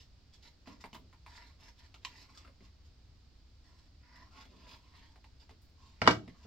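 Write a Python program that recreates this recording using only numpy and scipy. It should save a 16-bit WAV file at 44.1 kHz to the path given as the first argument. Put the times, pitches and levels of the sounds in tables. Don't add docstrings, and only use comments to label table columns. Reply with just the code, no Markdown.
import sys
import numpy as np
from scipy import signal
from scipy.fft import rfft, irfft
from scipy.io import wavfile
from scipy.ndimage import map_coordinates

SR = 44100
rng = np.random.default_rng(int(sys.argv[2]) if len(sys.argv) > 2 else 0)


def to_wav(sig):
    pcm = np.clip(np.atleast_2d(sig), -1, 1) * 32767
    pcm = np.round(pcm).astype(np.int16)
    wavfile.write(sys.argv[1], SR, pcm.T)


N = 284886
TIME = np.arange(N) / SR

# frequency in Hz, relative spectral level in dB.
AIR_SPECTRUM = [(25, -11), (70, 0), (120, -13), (180, -21), (260, -20), (400, -29), (1800, -36.5),
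                (3300, -35.5), (4800, -30.5), (7000, -46), (10000, -63), (15000, -54)]
# frequency in Hz, left-right correlation.
COHERENCE = [(60, 0.97), (300, 0.75), (700, 0.4), (3000, 0.25), (7000, 0.074)]
# left and right delay in seconds, relative level in dB.
ECHOES = [(.0044, 0.0047, 2), (.0066, 0.0056, 2.5)]
# frequency in Hz, time to fall 60 dB in seconds.
ROOM_T60 = [(100, 0.43), (300, 0.25), (900, 0.18), (2500, 0.19)]
# frequency in Hz, left minus right in dB.
PORT_BALANCE = [(200, -0.26), (2400, 0.5), (4500, -4), (5700, -5), (7000, 12.5), (9000, 12.5), (11500, -4),
                (15000, -1.5)]

# frequency in Hz, relative spectral level in dB.
THRUM_SPECTRUM = [(50, -15), (150, -8), (270, 6.5), (400, -2.5), (700, -9.5), (2000, -73)]
RUB_SPECTRUM = [(400, -36.5), (700, 1), (1000, 5), (1600, -4.5), (2400, 2), (3500, -19), (5000, -1.5),
                (8000, -45.5)]
HISS_SPECTRUM = [(1500, -13), (3000, 3.5), (4200, 3.5), (5200, 6), (6300, -5.5), (7500, -10.5),
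                 (9000, -24.5), (10500, -35), (12000, -19.5), (15500, -34.5)]
SNAP_SPECTRUM = [(1000, -16.5), (1900, 4.5), (2800, 11), (4500, 1), (7000, -7), (10500, -35),
                 (13000, -31.5)]
CRACK_SPECTRUM = [(40, -46), (250, -19.5), (1300, -3), (3500, -11), (4800, 1), (6500, -13), (8500, -16.5),
                  (10500, -33), (13000, -29)]

# start in seconds, length in seconds, level in dB.
RASPS = [(0.838, 0.02, -62), (0.926, 0.051, -69), (4.35, 0.076, -85), (4.693, 0.077, -73),
         (5.593, 0.14, -76.5)]
# start in seconds, length in seconds, level in dB.
FLEXES = [(0.66, 0.16, -63), (0.948, 0.15, -67), (4.475, 0.27, -67.5)]
# start in seconds, length in seconds, level in dB, tilt from rub to
# hiss in dB, share of the length at which it is fastest, pitch of the pinched leather in Hz.
STROKES = [(-0.04, 0.1, -70.5, 20.5, 0.21, 2030), (0.32, 0.044, -73.5, 7, 0.58, 3400),
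           (0.419, 0.071, -64, 3, 0.74, 4000), (0.655, 0.14, -65, -5.5, 0.12, 1390),
           (0.797, 0.038, -64, 2, 0.3, 5000), (1.257, 0.31, -65.5, -4, 0.18, 3780),
           (1.581, 0.14, -64, -1, 0.41, 4800), (1.758, 0.13, -68.5, -2, 0.75, 3160),
           (2.011, 0.26, -64, 0.5, 0.72, 2574), (2.28, 0.082, -69.5, -8, 0.17, 2370),
           (2.33, 0.14, -66, 2, 0.34, 1310), (2.597, 0.11, -72, -0.5, 0.61, 4670),
           (2.833, 0.042, -76.5, 4, 0.5, 4670), (3.632, 0.27, -76, 4.5, 0.18, 1990),
           (4.0, 0.3, -69.5, -10, 0.72, 1960), (4.299, 0.17, -63, -7.5, 0.53, 1420),
           (4.437, 0.46, -69.5, 0.5, 0.47, 2600), (4.663, 0.097, -62, 1.5, 0.78, 2370),
           (4.8, 0.37, -69.5, -6.5, 0.5, 3300), (5.395, 0.045, -72.5, 4, 0.56, 4600),
           (5.765, 1, -74, -0.5, 0.053, 1000), (6.248, 0.37, -73.5, -2, 0.7, 3680)]
# frequency in Hz, bandwidth in Hz, gain in dB.
SHEATH_MODES = [(957, 73, -4.5), (1406, 420, -8)]
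# time in seconds, level in dB, thud and snap offsets in dB,
# pitch of the hollow in Hz.
CATCHES = [(0.672, -47.5, -7, -3.5, 810), (0.839, -38.5, -12.5, -17, 870), (0.929, -52.5, -4, 7.5, 1120),
           (0.945, -42, -11.5, -4.5, 1000), (1.127, -54.5, -21, -20, 1000), (1.262, -45.5, -26, -12, 990),
           (1.941, -52.5, -14, 5.5, 1310), (2.048, -39, -44, 9, 980), (2.447, -52.5, -8.5, -30, 1260),
           (2.474, -49, -12, -30, 547), (2.605, -59, 2.5, -6, 483), (4.453, -54.5, -8, -7, 760),
           (4.667, -54, -11, -16, 580), (5.157, -54, -12, -14, 784), (5.241, -52, -23, -6.5, 879.4),
           (5.492, -51.5, -10, -4, 820), (5.505, -53, -18, -8, 450), (6.277, -54.5, 2.5, -1, 2020)]
# frequency in Hz, relative level in dB.
HANDLE_MODES = [(1250, -0.5), (1570, -4), (2080, -1), (2680, -3)]
# time in seconds, strength in dB, brightness in Hz.
KNOCKS = [(6.0172, -10.5, 3460), (6.018, 0, 240), (6.0753, 3, 3480), (6.109, -15.5, 9000),
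          (6.277, -19.5, 242), (6.449, -22, 217)]
# frequency in Hz, relative level in dB, T60 in seconds.
WOOD_MODES = [(114, -33.5, 0.44), (152.7, -26, 0.065), (248.6, -18.5, 0.075), (298.4, -18, 0.092),
              (326, -21, 0.089), (371, -32.5, 0.18), (470, -13.5, 0.052), (645, -19.5, 0.063),
              (732, -17.5, 0.055), (839, -21.5, 0.072), (980, -19, 0.035), (1093, -25, 0.05),
              (1262, -18, 0.066), (1366, -19, 0.07), (1563, -14, 0.074), (1917, -23.5, 0.07),
              (2267, -26, 0.18), (2894, -18.5, 0.082), (3470, -29, 0.092), (4720, -23, 0.043),
              (5160, -20.5, 0.059)]

POCKET_BEND, BENDS_PER_S = 0.028, 4


def from_db(db):
    return 10 ** (np.asarray(db) / 20)


def unit_rms(x):
    return x / np.sqrt(np.mean(x ** 2) + 1e-20)


def at_hz(points, hz):
    f, value = np.transpose(points)
    return np.interp(np.log(np.maximum(hz, 1)), np.log(f), value)


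def convolve(x, impulse):
    return signal.oaconvolve(np.atleast_2d(x), np.atleast_2d(impulse), axes=-1)[:, :N]


def butterworth(x, hz, kind):
    return signal.sosfilt(signal.butter(2, hz, kind, fs=SR, output="sos"), x)


def minimum_phase(points, size=4096):
    cepstrum = irfft(np.log(from_db(at_hz(points, np.fft.rfftfreq(size, 1 / SR)))))
    cepstrum[1:size // 2] *= 2
    cepstrum[size // 2 + 1:] = 0
    return irfft(np.exp(rfft(cepstrum)))


def colour(x, points):
    impulse = minimum_phase(points)
    return convolve(x, impulse / np.linalg.norm(impulse))


def resonance(hz, width):
    r = np.exp(-np.pi * width / SR)
    return np.array([1, 0, -1]) * (1 - r * r) / 2, [1, -2 * r * np.cos(2 * np.pi * hz / SR), r * r]


def drift(per_s):
    knots = rng.standard_normal(N // 20)
    return np.interp(TIME * per_s, np.arange(len(knots)), knots)


def stereo_noise(size):
    mid, side = rfft(rng.standard_normal((2, size)))
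    alike = at_hz(COHERENCE, np.fft.rfftfreq(size, 1 / SR))
    return irfft(np.sqrt((1 + alike) / 2) * mid + np.sqrt((1 - alike) / 2) * side * [[1], [-1]], size)


def room_air(db):
    return from_db(db) * colour(stereo_noise(N), AIR_SPECTRUM)


def workshop_response(build_s, bands=9):
    t = TIME[:SR // 2]
    early = np.zeros((2, len(t)))
    for left_s, right_s, db in ECHOES:
        early[[0, 1], [int(left_s * SR), int(right_s * SR)]] += from_db(db)
    noise, tail = stereo_noise(len(t)), 0
    edges = np.geomspace(60, 17000, bands + 1)
    for low, high in zip(edges, edges[1:]):
        decay = from_db(-60 * t / at_hz(ROOM_T60, np.sqrt(low * high)))
        tail = tail + decay * butterworth(noise, [low, high], "band")
    return early, unit_rms(tail * (1 - np.exp(-t / build_s))) / np.sqrt(len(t))


def swell(start, length, crest):
    speed = np.interp(TIME, start + length * np.array([0, crest, 1]), [0, 1, 0])
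    return speed ** 0.75


def friction(per_s, spread_db, smooth, flutter_db):
    sizes = from_db(spread_db * np.minimum(rng.exponential(1, N), 4)) * rng.standard_normal(N)
    slips = unit_rms(sizes * (rng.random(N) < per_s / SR))
    return unit_rms((slips + smooth * rng.standard_normal(N)) * from_db(flutter_db * drift(76)))


def edge_rasp(crest=0.21, low_hz=7200):
    gain = sum(from_db(db) * swell(start, length, crest) for start, length, db in RASPS)
    fibres = friction(per_s=810, spread_db=19.0, smooth=1.0, flutter_db=12)
    return gain * unit_rms(butterworth(fibres, low_hz, "high"))


def stroke_gains(rub_db=-1.5, hiss_db=-0.5, thrum_db=-8.5, uneven_db=1.5):
    power = np.zeros((3, N))
    for start, length, db, tilt_db, crest, _ in STROKES:
        levels = [[db - tilt_db / 2 + rub_db], [db + tilt_db / 2 + hiss_db], [db + thrum_db]]
        power += (from_db(levels) * swell(start, length, crest)) ** 2
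    for start, length, db in FLEXES:
        power[2] += (from_db(db) * swell(start, length, crest=0.14)) ** 2
    return np.sqrt(power) * from_db(uneven_db * drift(per_s=26))


def shifting_grip(x, ring_s, per_s, share, count=4):
    t = TIME[:SR // 25]
    rings = rng.standard_normal((count, len(t))) * np.exp(-t / ring_s)
    rings /= np.linalg.norm(rings, axis=1, keepdims=True)
    coupling = np.array([drift(per_s) for _ in range(count)])
    coupling /= np.linalg.norm(coupling, axis=0)
    return unit_rms(x + share * convolve(x * coupling, rings).sum(axis=0))


def sheath_pocket(drag):
    rub = colour(drag, RUB_SPECTRUM)[0]
    hollow = sum(from_db(db) * signal.lfilter(*resonance(hz, width), rub)
                 for hz, width, db in SHEATH_MODES)
    position = np.cumsum(1 + POCKET_BEND * drift(BENDS_PER_S))
    return unit_rms(map_coordinates(rub + hollow, [position], order=3, mode="mirror"))


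def pinched_leather(slide, q=16, block=128):
    weights = [swell(start, length, crest) + 1e-9 for start, length, _, _, crest, _ in STROKES]
    hz = np.dot([row[-1] for row in STROKES], weights) / np.sum(weights, axis=0)
    hz *= 1 + POCKET_BEND * drift(BENDS_PER_S)
    creak, state = np.zeros(N), np.zeros(2)
    for i in range(0, N, block):
        width = hz[i] / q
        drive = slide[i:i + block] / np.sqrt(width)
        creak[i:i + block], state = signal.lfilter(*resonance(hz[i], width), drive, zi=state)
    return unit_rms(creak)


def rubbing(pinch_db=-6.5, crackles_per_s=180, crackle_db=-11):
    rub, hiss, thrum = stroke_gains()
    drag = friction(per_s=700, spread_db=2.5, smooth=0.49, flutter_db=1)
    drag = shifting_grip(drag, ring_s=0.0033, per_s=7, share=0.99)
    slide = friction(per_s=1300, spread_db=6.0, smooth=0.9, flutter_db=3.5)
    slide = shifting_grip(slide, ring_s=0.0041, per_s=9, share=1.1)
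    pocket = rub * sheath_pocket(drag)
    creak = from_db(pinch_db) * np.sqrt(rub * hiss) * pinched_leather(slide)
    fibres = unit_rms(rng.standard_normal(N) * (rng.random(N) < crackles_per_s / SR))
    surface = hiss * (colour(slide, HISS_SPECTRUM) + from_db(crackle_db) * colour(fibres, SNAP_SPECTRUM))
    sleeves = thrum * colour(rng.standard_normal(N), THRUM_SPECTRUM)
    return pocket + creak + surface + sleeves


def handle_tap(t, t60_s=0.018):
    modes = sum(from_db(db + 2 * rng.standard_normal()) * (-1) ** k * np.sin(2 * np.pi * hz * t)
                for k, (hz, db) in enumerate(HANDLE_MODES))
    return from_db(-60 * t / t60_s) * modes


def leather_catches(crush, thud_db, body_db, hollow_db, snap_db, handle_db):
    hold_s, soft_slip_s, hard_slip_s = 0.001104, 0.01, 0.0051
    rebound_s, rebound_slip_db, rebound_bump_db = 0.015, -6.5, -4
    half_hard_db, hollow_q = 29, 7
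    pushes, rings, t = np.zeros((3, N + SR)), np.zeros(N + SR), TIME[:SR // 10]
    for start, db, thud, snap, hollow_hz in CATCHES:
        hardness = 1 / (1 + from_db(half_hard_db + thud - snap))
        slip_s = soft_slip_s + hardness * (hard_slip_s - soft_slip_s)
        gains = from_db([[db + thud], [db + body_db], [db + snap]])
        rebound = (rebound_s, from_db(rebound_slip_db) * (1 - hardness) ** 2, from_db(rebound_bump_db))
        for delay, strength, bump in ((0, 1, 1), rebound):
            at = int((start + hold_s + delay) * SR)
            slip = crush * rng.standard_normal(len(t)) * np.exp(-t / slip_s)
            slip[0] = hardness
            pushes[:, at:at + len(t)] += strength * gains * slip / np.linalg.norm(slip)
            hollow = signal.lfilter(*resonance(hollow_hz, hollow_hz / hollow_q), slip)
            rings[at:at + len(t)] += bump * from_db(db + hollow_db) * hollow / np.linalg.norm(hollow)
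        at = int((start + hold_s) * SR)
        rings[at:at + len(t)] += from_db(db + handle_db) * handle_tap(t)
    thuds = from_db(thud_db) * colour(pushes[0], THRUM_SPECTRUM)
    snaps = from_db(snap_db) * colour(pushes[2], SNAP_SPECTRUM)
    return thuds + colour(pushes[1], RUB_SPECTRUM) + snaps + rings[:N]


def skid(start_s=6.03, end_s=6.074, db=-32.5, growth_db=17.5, hz=3500, count=6):
    progress = (np.arange(count) + rng.random(count)) / count
    return [(start_s + p * (end_s - start_s), db + p * growth_db, hz) for p in progress]


def wood_crack(t, decay_s=0.0075, scatter=0.12):
    crack = scatter * stereo_noise(len(t)) * np.exp(-t / decay_s)
    crack[:, 0] += 1
    return crack / np.linalg.norm(crack, axis=1, keepdims=True)


def wood_clack(t, db, hz=1390, db_per_octave=15.5, length_cycles=2.87):
    cycles = hz * 2 ** (-db / db_per_octave) * t
    return np.sin(np.pi * np.minimum(cycles / length_cycles, 1)) * np.sin(2 * np.pi * cycles)


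def wood_ring(t, lag_s=0.0001):
    ring = 0
    for k, (hz, db, t60) in enumerate(WOOD_MODES):
        lag = lag_s * (-1) ** (k // 2) * np.array([[1], [-1]])
        ring = ring + (-1) ** k * from_db(db - 60 * t / t60) * np.sin(2 * np.pi * hz * (t + lag))
    return ring


def stick_knock(ring_db, crack_db, clack_db, left_lag_s):
    force, cracks, clacks = np.zeros(N + SR), np.zeros((2, N + SR)), np.zeros(N + SR)
    t, push_t = TIME[:SR // 2], TIME[:SR // 200]
    for start, db, hz in KNOCKS + skid():
        at = int(start * SR)
        push = push_t * np.exp(-2 * np.pi * hz * push_t)
        push = from_db(db) * push / push.sum()
        force[at:at + len(push)] += push
        crack = convolve(wood_crack(t), push)
        cracks[:, at:at + crack.shape[1]] += crack
        clack = np.convolve(wood_clack(t, db), push)
        clacks[at:at + len(clack)] += clack
    left, right = (from_db(ring_db) * convolve(force, wood_ring(t))
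                   + from_db(crack_db) * colour(cracks, CRACK_SPECTRUM)
                   + from_db(clack_db) * clacks[:N])
    left = np.interp(TIME - left_lag_s, TIME, left)
    return butterworth([left, right], 60, "high")


def scene():
    early, tail = workshop_response(build_s=0.00081)
    rub = rubbing() + edge_rasp()
    catches = leather_catches(crush=0.16, thud_db=26, body_db=9.5, hollow_db=15,
                              snap_db=16.5, handle_db=-9.0)
    knock = stick_knock(ring_db=-3.5, crack_db=7.5, clack_db=-5.5, left_lag_s=0.0001)
    rub = rub + convolve(rub, 0.43 * early + from_db(2.5) * tail)
    catches = catches + convolve(catches, 0.27 * early + from_db(-3.0) * tail)
    knock = knock + convolve(knock, from_db(-2.5) * tail)
    return rub + catches + knock + room_air(db=-59.5)


def record(dry, cutoff_hz=15900):
    ports = [minimum_phase([(hz, side * db / 2) for hz, db in PORT_BALANCE]) for side in (1, -1)]
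    lowpass = signal.ellip(10, .1, 90, cutoff_hz, fs=SR, output="sos")
    return signal.sosfilt(lowpass, convolve(dry, ports))


dry = scene()
out = record(dry)
to_wav(out)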